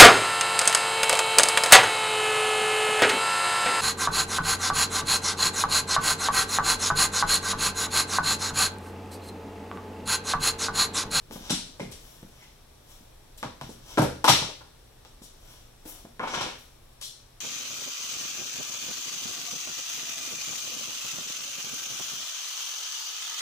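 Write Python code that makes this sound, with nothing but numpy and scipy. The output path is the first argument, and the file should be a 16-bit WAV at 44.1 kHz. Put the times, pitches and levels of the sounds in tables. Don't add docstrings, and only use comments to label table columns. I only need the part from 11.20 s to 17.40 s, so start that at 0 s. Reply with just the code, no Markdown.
import sys
import numpy as np
from scipy import signal
from scipy.io import wavfile

SR = 44100
rng = np.random.default_rng(int(sys.argv[2]) if len(sys.argv) > 2 else 0)


def gain_from_db(level_db):
    decades = np.asarray(level_db, float) / 20
    return 10 ** decades


def unload_audio(sound):
    columns = np.transpose(np.atleast_2d(sound))
    steps = np.round(np.clip(columns, -1, 1) * 32767)
    wavfile.write(sys.argv[1], SR, steps.astype(np.int16))


N = 273596
SPOTS = 3

# (f/Hz, level/dB, t60/s)
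PANEL = [(426, 16, 0.0088), (525, -6, 0.1), (529, 8, 0.023), (580, 5.5, 0.037), (657, -1.5, 0.046),
         (757, -2.5, 0.066), (809, 3.5, 0.036), (910, 4, 0.047), (990, 3.5, 0.024), (1050, 3.5, 0.038),
         (1067, 9.5, 0.019), (1253, 7, 0.021), (1425, 11, 0.018), (1483, 4, 0.031), (1620, 9.5, 0.0083),
         (2084, -1, 0.068), (2240, 12, 0.0072)]


def rms_one(x):
    return x / np.sqrt(np.mean(x ** 2) + 1e-20)


def at_hz(points, hz):
    points = np.array(points)
    return np.interp(np.log(hz), np.log(points[:, 0]), points[:, 1])


def band(x, low_hz, high_hz, order=2):
    sos = signal.butter(order, [low_hz, min(high_hz, .45 * SR)], "band", fs=SR, output="sos")
    return signal.sosfilt(sos, x + 1e-18)


def ring(clicks, hz, t60):
    r = gain_from_db(-60 / (t60 * SR))
    w = 2 * np.pi * hz / SR
    return signal.lfilter([0, np.sin(w)], [1, -2 * r * np.cos(w), r * r], clicks + 1e-18)


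def drift(rate):
    knots = rng.standard_normal(400)
    return np.interp(np.arange(N) / SR * rate, np.arange(len(knots)), knots)


def stereo_bands(size):
    # (f/Hz, correlation)
    likeness = [(60, 1), (125, 0.76), (200, 0.98), (350, 0.137), (700, 0.033), (1400, 0.53), (2800, 0.0045),
                (8000, 0.028)]
    edges = 20 * 2 ** np.arange(0, 10.1, .5)
    white = rng.standard_normal((2, 2, size + 8192))
    for k, (low, high) in enumerate(zip(edges, edges[1:])):
        mid, side = band(white[k % 2], low, high)[:, 8192:]
        hz = np.sqrt(low * high)
        alike = np.clip(at_hz(likeness, hz), -1, 1)
        yield hz, np.sqrt(1 + alike) * mid + np.sqrt(1 - alike) * side * [[1], [-1]]


def air():
    # (f/Hz, density/dB per Hz)
    colour = [(12, -29), (20, 2.5), (38, -8.5), (91, -11.5), (123, -13), (187, -25.5), (410, -21.5),
              (513, -23), (923, -26.5), (1260, -31), (1960, -34.5), (3530, -41.5), (4300, -37.5),
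              (5530, -40.5), (16000, -43.5)]
    # (t/s, level/dB)
    vent = [
        (0.0, -55.5),
        (0.4, -52.5),
        (1.3, -58.5),
        (2.5, -55),
        (3.6, -57.5),
        (5.06, -57.5),
        (6.2, -61),
    ]
    # (f/Hz, level/dB rms)
    mains = [(120, -65.5), (240, -74.5)]
    t = np.arange(N) / SR
    swell_db = np.interp(t, *np.transpose(vent))
    swell_db = swell_db - swell_db.mean()
    rush = 0
    for hz, noise in stereo_bands(size=N):
        flow_db = swell_db * np.clip(300 / hz, .2, 1)
        rush = rush + noise * gain_from_db(at_hz(colour, hz) + 0.64 * drift(11.0) + flow_db)
    hum = 0
    for hz, level_db in mains:
        hum = hum + gain_from_db(level_db + 2.0 + 1.02 * drift(2.5)) * np.sin(2 * np.pi * hz * t)
    return gain_from_db(-52.5) * rms_one(rush) + hum


def hall(spots, clump_db=2.5, build_s=.003):
    # (f/Hz, t60/s)
    hall_t60 = [(60, 0.6), (250, 0.45), (1000, 0.37), (4000, .5), (8000, 0.44), (15000, 0.23)]
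    # (f/Hz, level/dB)
    hall_db = [(60, -27), (250, -2), (1000, -4.5), (4000, 5), (15000, -1)]
    t, out = np.arange(SR * 3 // 4) / SR, 0
    for x in spots:
        clumps = np.interp(t * 500, np.arange(501), rng.standard_normal(501))
        echoes = 0
        for hz, noise in stereo_bands(size=len(t)):
            t60 = at_hz(hall_t60, hz)
            energy = np.sqrt(np.log(1000) / (t60 * SR))
            echoes = echoes + noise * energy * gain_from_db(at_hz(hall_db, hz) - 60 * t / t60)
        shape = (1 - np.exp(-t / build_s)) * gain_from_db(clump_db * clumps * np.exp(-t / 0.015))
        out = out + signal.oaconvolve(x[None], echoes * shape, axes=1)[:, :N]
    return out


def stroke(peak_s, level_db, rise_s, fall_s, hold_s=0):
    late = np.arange(N) / SR - peak_s
    rise = -late / max(rise_s, .002)
    fall = (late - hold_s) / max(fall_s, .002)
    return gain_from_db(level_db - 28 * np.maximum(rise, fall).clip(0, 9))


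def rubbed_layers(grains_per_s=4500, spread_db=3.0):
    # (low f/Hz, high f/Hz)
    scuff_bands = [(3000, 6500), (6500, 11000), (11000, 17000)]
    grains = (rng.random(N) < grains_per_s / SR) * rng.choice([-1, 1], N)
    grains = grains * gain_from_db(spread_db * np.minimum(rng.exponential(1, N), 4))
    layers = [rms_one(band(grains, low_hz, high_hz, order=4)) for low_hz, high_hz in scuff_bands]
    body = 0
    for hz, level_db, t60 in PANEL:
        tilt_db = -10.0 * abs(np.log2(hz / 1000))
        body = body + gain_from_db(level_db + tilt_db) * ring(grains, hz, t60 * .45)
    rasp = rms_one(band(grains, 1900, 2250))
    return layers, rms_one(body) + gain_from_db(-13.0) * rasp, rasp


def sandy(layers, bright_db, finest_db):
    grit, hiss, finest = layers
    return grit + gain_from_db(0.65 * bright_db) * hiss + gain_from_db(0.94 * bright_db + finest_db) * finest


def brush(rasp):
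    # (loudest t/s, level/dB, rise/s, fall/s)
    brushes = [(1.228, -56.5, 0.095, 0.036)]
    return rasp * sum(stroke(*row) for row in brushes)


def scuffs(layers):
    # (start t/s, grit/dB, hold/s, fall/s, brightness/dB)
    catches = [
        (0.715, -48, 0.0058, 0.028, 5),
        (2.176, -54, 0.0091, 0.024, 14),
        (4.023, -49, 0.025, 0.058, 2),
        (5.813, -37.5, 0.037, 0.074, -3),
    ]
    out = 0
    for s, grit_db, hold_s, fall_s, bright_db in catches:
        gain = stroke(s, grit_db - 8.5, .003, fall_s, hold_s)
        out = out + gain * sandy(layers, bright_db, finest_db=-5)
    return out


def slides(layers, body):
    # (loudest t/s, grit/dB, rise/s, fall/s, brightness/dB)
    slide_strokes = [(0.13, -46, 0.029, 0.076, 0), (0.27, -44.5, 0.21, 0.12, -13.5),
                     (0.87, -58.5, 0.47, 0.56, 0.5), (1.24, -55.5, 0.24, 0.078, -14),
                     (1.71, -57, 0.12, 0.24, -1), (2.43, -51, .02, 0.09, -11),
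                     (2.53, -60.5, 0.19, 0.059, 1.2), (2.71, -46.5, 0.16, 0.3, -9),
                     (4.31, -55, 0.27, 0.29, -5), (4.689, -50.5, .05, 0.077, 10.5),
                     (4.76, -55, 0.13, 0.18, -2.5), (5.4, -59.5, .1, 0.17, 1)]
    out = 0
    for s, grit_db, rise_s, fall_s, bright_db in slide_strokes:
        rubbed = sandy(layers, bright_db, finest_db=5) + gain_from_db(5.5) * body
        out = out + stroke(s, grit_db - 6.5, rise_s, fall_s) * rubbed
    return out


def drag(layers, body):
    # (t/s, pressure as wood level/dB, grit against wood/dB)
    pull = [
        (4.993, -55, -32),
        (5.003, -30, -25),
        (5.06, -33, -29),
        (5.11, -31, -2.5),
        (5.15, -26, -5),
        (5.24, -28.5, -19.5),
        (5.299, -31.5, -16),
        (5.359, -58, -6),
        (5.42, -89, -5),
    ]
    s, wood_db, grit_db = np.transpose(pull)
    t = np.arange(N) / SR
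    pressure = gain_from_db(np.interp(t, s, wood_db - 6, left=-120, right=-120) + 1.9 * drift(60))
    grit = gain_from_db(np.interp(t, s, grit_db - 6.5)) * sandy(layers, bright_db=-19, finest_db=-11)
    return pressure * (body + grit)


def rubbing():
    layers, body, rasp = rubbed_layers()
    return brush(rasp) + slides(layers, body) + scuffs(layers) + drag(layers, body)


def thumps():
    # (t/s, thump/dB, pitch f/Hz, damping with 1 = free)
    bounces = [(0.104, -37, 224, 1.2), (0.156, -28, 180, 3), (0.208, -34, 233, 3.1),
               (0.304, -19.5, 195, 1.07), (0.333, -20.5, 218, 3), (0.607, -25, 177, 1.26),
               (0.659, -29.5, 117, 1.14), (1.027, -33.5, 176, 1.6), (1.807, -44, 192, 1.8),
               (2.226, -34.5, 246, 0.68), (2.255, -24.5, 135, 2.4), (2.412, -38, 153, 0.34),
               (2.441, -27, 127, 1.9), (2.491, -33, 225, 1.8), (2.776, -13, 316, 0.96),
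               (2.793, -12, 132, 0.69), (3.044, -24, 272, 1.4), (3.084, -23, 280, 0.79),
               (3.094, -14, 129, 0.98), (3.219, -27, 143, 1.34), (3.845, -59, 320, 1.6),
               (4.016, -38, 224, 2.9), (4.656, -32, 322, 2.3), (4.689, -59, 295, 1.2),
               (4.847, -36.5, 218, 2.1), (4.993, -36, 224, 1.6), (5.028, -37, 223, 1.26),
               (5.138, -58, 380, 1.6), (5.21, -38.5, 127, 0.48)]
    # (f/Hz, level/dB, t60/s)
    sheet = [(62, -1, 0.22), (76, -2, 0.62), (126.4, -0.5, 0.22), (148.2, 5.5, 0.12), (183.5, -0.5, 0.25),
             (221.7, 6.5, 0.11), (268.3, -1, 0.23), (310.5, -0.5, 0.26), (341, -3, 0.034)]
    out = np.zeros(N)
    t = np.arange(SR // 2) / SR
    for start, level_db, centre_hz, damp in bounces:
        modes = 0
        for hz, mode_db, t60 in sheet:
            spot_db = -20.0 * abs(np.log2(hz / centre_hz))
            decay_db = -60 * t * max(damp, .2) / t60
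            modes = modes + gain_from_db(mode_db + spot_db + decay_db) * np.sin(2 * np.pi * hz * t)
        at = int(start * SR)
        out[at:at + len(t)] += gain_from_db(level_db - 3.0) * (1 - np.exp(-t / 0.0032)) * modes
    return band(out, 67, 540)


def every_blow():
    # (t/s, knock/dB, knock f/Hz, clack/dB, tick/dB)
    rule_knocks = [(0.297, -29, 740, -17.5, -58), (0.304, -22.5, 890, -39, -18),
                   (0.335, -38.5, 1380, -26.5, -65), (0.597, -25.5, 490, -34, -45),
                   (0.614, -31, 493, -52, -47), (0.716, -40, 570, -35, -39), (2.178, -54, 514, -41, -53),
                   (2.493, -36, 467, -64, -41.5)]
    clamp_drops = [(2.774, -9.5, 535, -22, -41.5), (2.783, -8.5, 630, -36.5, -26.5),
                   (2.794, -22.5, 530, -35.5, -47.5), (2.819, -11.5, 567, -23.5, -26.5),
                   (3.043, -10.5, 904, -13, -21), (3.078, -6, 1150, -7, -31), (3.083, -7, 836, -4, -16),
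                   (3.096, -8.5, 910, -7, -19), (3.223, -25.5, 900, -26, -75),
                   (3.287, -30.5, 514, -60, -71), (3.409, -39, 870, -71, -63)]
    hand_taps = [(4.654, -37.5, 510, -40, -42), (5.0005, -27, 910, -52, -66), (5.032, -21, 955, -38, -61),
                 (5.074, -24.5, 990, -29.5, -60), (5.138, -21, 1110, -25, -61),
                 (5.209, -21, 1090, -21, -54), (5.265, -31.5, 446, -52, -44)]
    edge_taps = [(0.1105, -32.5, 430, -40.5, -56), (0.1595, -34.5, 546, -56, -56),
                 (1.030, -42.5, 537, -58, -66), (2.2292, -21, 910, -31, -51), (2.4128, -27, 750, -34, -47),
                 (3.850, -42, 696, -43, -66), (4.021, -45.5, 444, -58, -52), (4.852, -40, 614, -58, -59),
                 (4.9955, -21, 1100, -55, -70), (5.8155, -42.5, 1130, -32, -45)]
    objects = [(rule_knocks, 2.34), (clamp_drops, 1.06), (hand_taps, 2.4), (edge_taps, 0.5)]
    return np.array([(*row, reach_db, kind) for kind, (rows, reach_db) in enumerate(objects) for row in rows])


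def strikes(level_db, chatter_s, chatter=0.61, reach_db=0.0, count=5):
    s, far_db = every_blow()[:, [0, 5]].T
    draws = rng.random((len(s), 2 * count))
    clicks = np.zeros((1 + SPOTS, N))
    late = draws[:, :count] * (np.arange(count) > 0)
    bounce = chatter * (2 * draws[:, count:] - 1) * np.exp(-2.5 * late)
    size = np.where(late > 0, bounce, 1)
    at = ((s[:, None] + late * chatter_s) * SR).astype(int)
    np.add.at(clicks[0], at, size * gain_from_db(level_db)[:, None])
    spot = 1 + np.arange(len(s)) % SPOTS
    clicks[spot, (s * SR).astype(int)] = gain_from_db(level_db + far_db + reach_db)
    return clicks


def knocks():
    _, knock_db, knock_hz, *_ = every_blow().T
    out = 0
    for k, (hz, level_db, t60) in enumerate(PANEL):
        chance_db = 2 * rng.standard_normal(len(knock_db))
        spot_db = chance_db - 9.8 * np.abs(np.log2(hz / knock_hz))
        contacts = strikes(knock_db + level_db + spot_db - 12.5, .025, chatter=1.0, reach_db=4.0, count=9)
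        out = out + (-1) ** k * ring(contacts, hz, t60)
    return band(out, 283, 1990, order=3)


def clacks():
    clack_db = every_blow()[:, 3]
    return band(strikes(clack_db + 7.0, 0.026, chatter=0.12, reach_db=10.5, count=40), 1600, 6350)


def ticks():
    tick_db, kind = every_blow()[:, [4, 6]].T
    out = 0
    for mine, top_hz in [(kind == 0, 10490), (kind != 0, 12920)]:
        level_db = np.where(mine, tick_db + 9, -200)
        contacts = strikes(level_db, 0.035, chatter=1.0, reach_db=8.5, count=40)
        out = out + band(contacts, 3690, top_hz, order=3)
    return out


def first_contact():
    s, knock_db, _, clack_db, _, far_db, kind = every_blow().T
    at, is_edge = (s * SR).astype(int), kind == 3
    snap, edge_click = np.zeros(N), np.zeros(N)
    snap[at] = gain_from_db(knock_db + np.where(is_edge, 22.0, 7.0 - 1.2 * far_db))
    edge_click[at] = is_edge * gain_from_db(clack_db + 7.0)
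    return band(edge_click, 1100, 7300, order=1) - band(snap, 300, 1400, order=2)


def free_ends():
    # (t/s, level/dB, f/Hz, t60/s)
    rings = [(0.159, -40, 696, 0.032), (0.302, -32.5, 1454, 0.049), (0.304, -35, 3460, 0.038),
             (0.602, -34.5, 2104, 0.029), (.61, -29.5, 404, 0.05), (2.228, -34.5, 517, 0.085),
             (2.229, -35, 973, 0.097), (2.412, -32, 980, 0.025), (2.777, -29, 624, 0.08),
             (2.78, -16, 1390, 0.025), (2.79, -28, 708, 0.064), (3.042, -16.5, 886, 0.067),
             (3.083, -19, 777.8, 0.03), (3.223, -43, 736, 0.071), (3.41, -47.5, 900, 0.077),
             (4.852, -40, 614, 0.024), (4.996, -31.5, 1080, 0.098), (5.032, -33.5, 886, 0.061),
             (5.074, -32, 900, 0.11), (5.138, -36, 1050, 0.11), (5.21, -37, 940, 0.13),
             (5.265, -34, 954, 0.058)]
    out = np.zeros(N)
    for start, level_db, hz, t60 in rings:
        click = gain_from_db(level_db) * (np.arange(N) == int(start * SR))
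        out += ring(click, hz, t60) - 0.54 * ring(click, hz * 1.15, t60)
    return out


def blows():
    out = knocks() + clacks() + ticks()
    out[0] += first_contact()
    out[[0, 2]] += free_ends()
    return out


def scene():
    # (t/s, left minus right level/dB)
    side = [(0.0, 3), (0.26, 2), (2.02, 1), (2.85, 2.2), (3.02, 4), (5.02, 1), (5.8, 3.5)]
    thump, (knock, *spots), rub = thumps(), blows(), rubbing()
    side_db = np.interp(np.arange(N) / SR, *np.transpose(side))
    place = gain_from_db(side_db * np.array([[.5], [-.5]]))
    near = (knock + gain_from_db(-4.5) * rub) * place
    near[0] = np.roll(near[0], -6)
    spots[0] = spots[0] + gain_from_db(-3.5) * thump + gain_from_db(-3.5) * rub
    return thump + near + hall(spots) * place ** 0.1 + air()


def top_cut(x):
    return signal.sosfilt(signal.butter(12, 16370, fs=SR, output="sos"), x)


def record(dry):
    # (f/Hz, width/Hz, gain/dB)
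    port = [(101.3, 16, -18), (3460, 1330, 7.5), (5664, 370, 9), (7610, 432, 7), (9430, 1430, 7),
            (11630, 160, 10.5)]
    wet = dry
    for hz, width_hz, gain_db in port:
        r, w = np.exp(-np.pi * width_hz / SR), 2 * np.pi * hz / SR
        peak = signal.lfilter([(1 - r * r) / 2, 0, (r * r - 1) / 2], [1, -2 * r * np.cos(w), r * r], dry)
        wet = wet + (gain_from_db(gain_db) - 1) * peak
    top = band(wet, 5000, 17000, order=1)
    wet = wet + top * np.array([[.3], [-.45]])
    wet = 1.05 * np.tanh(wet / 1.05)
    wet = signal.sosfilt(signal.ellip(12, .5, 60, 15850, fs=SR, output="sos"), wet)
    return top_cut(wet)


dry = scene()
out = record(dry)
unload_audio(out)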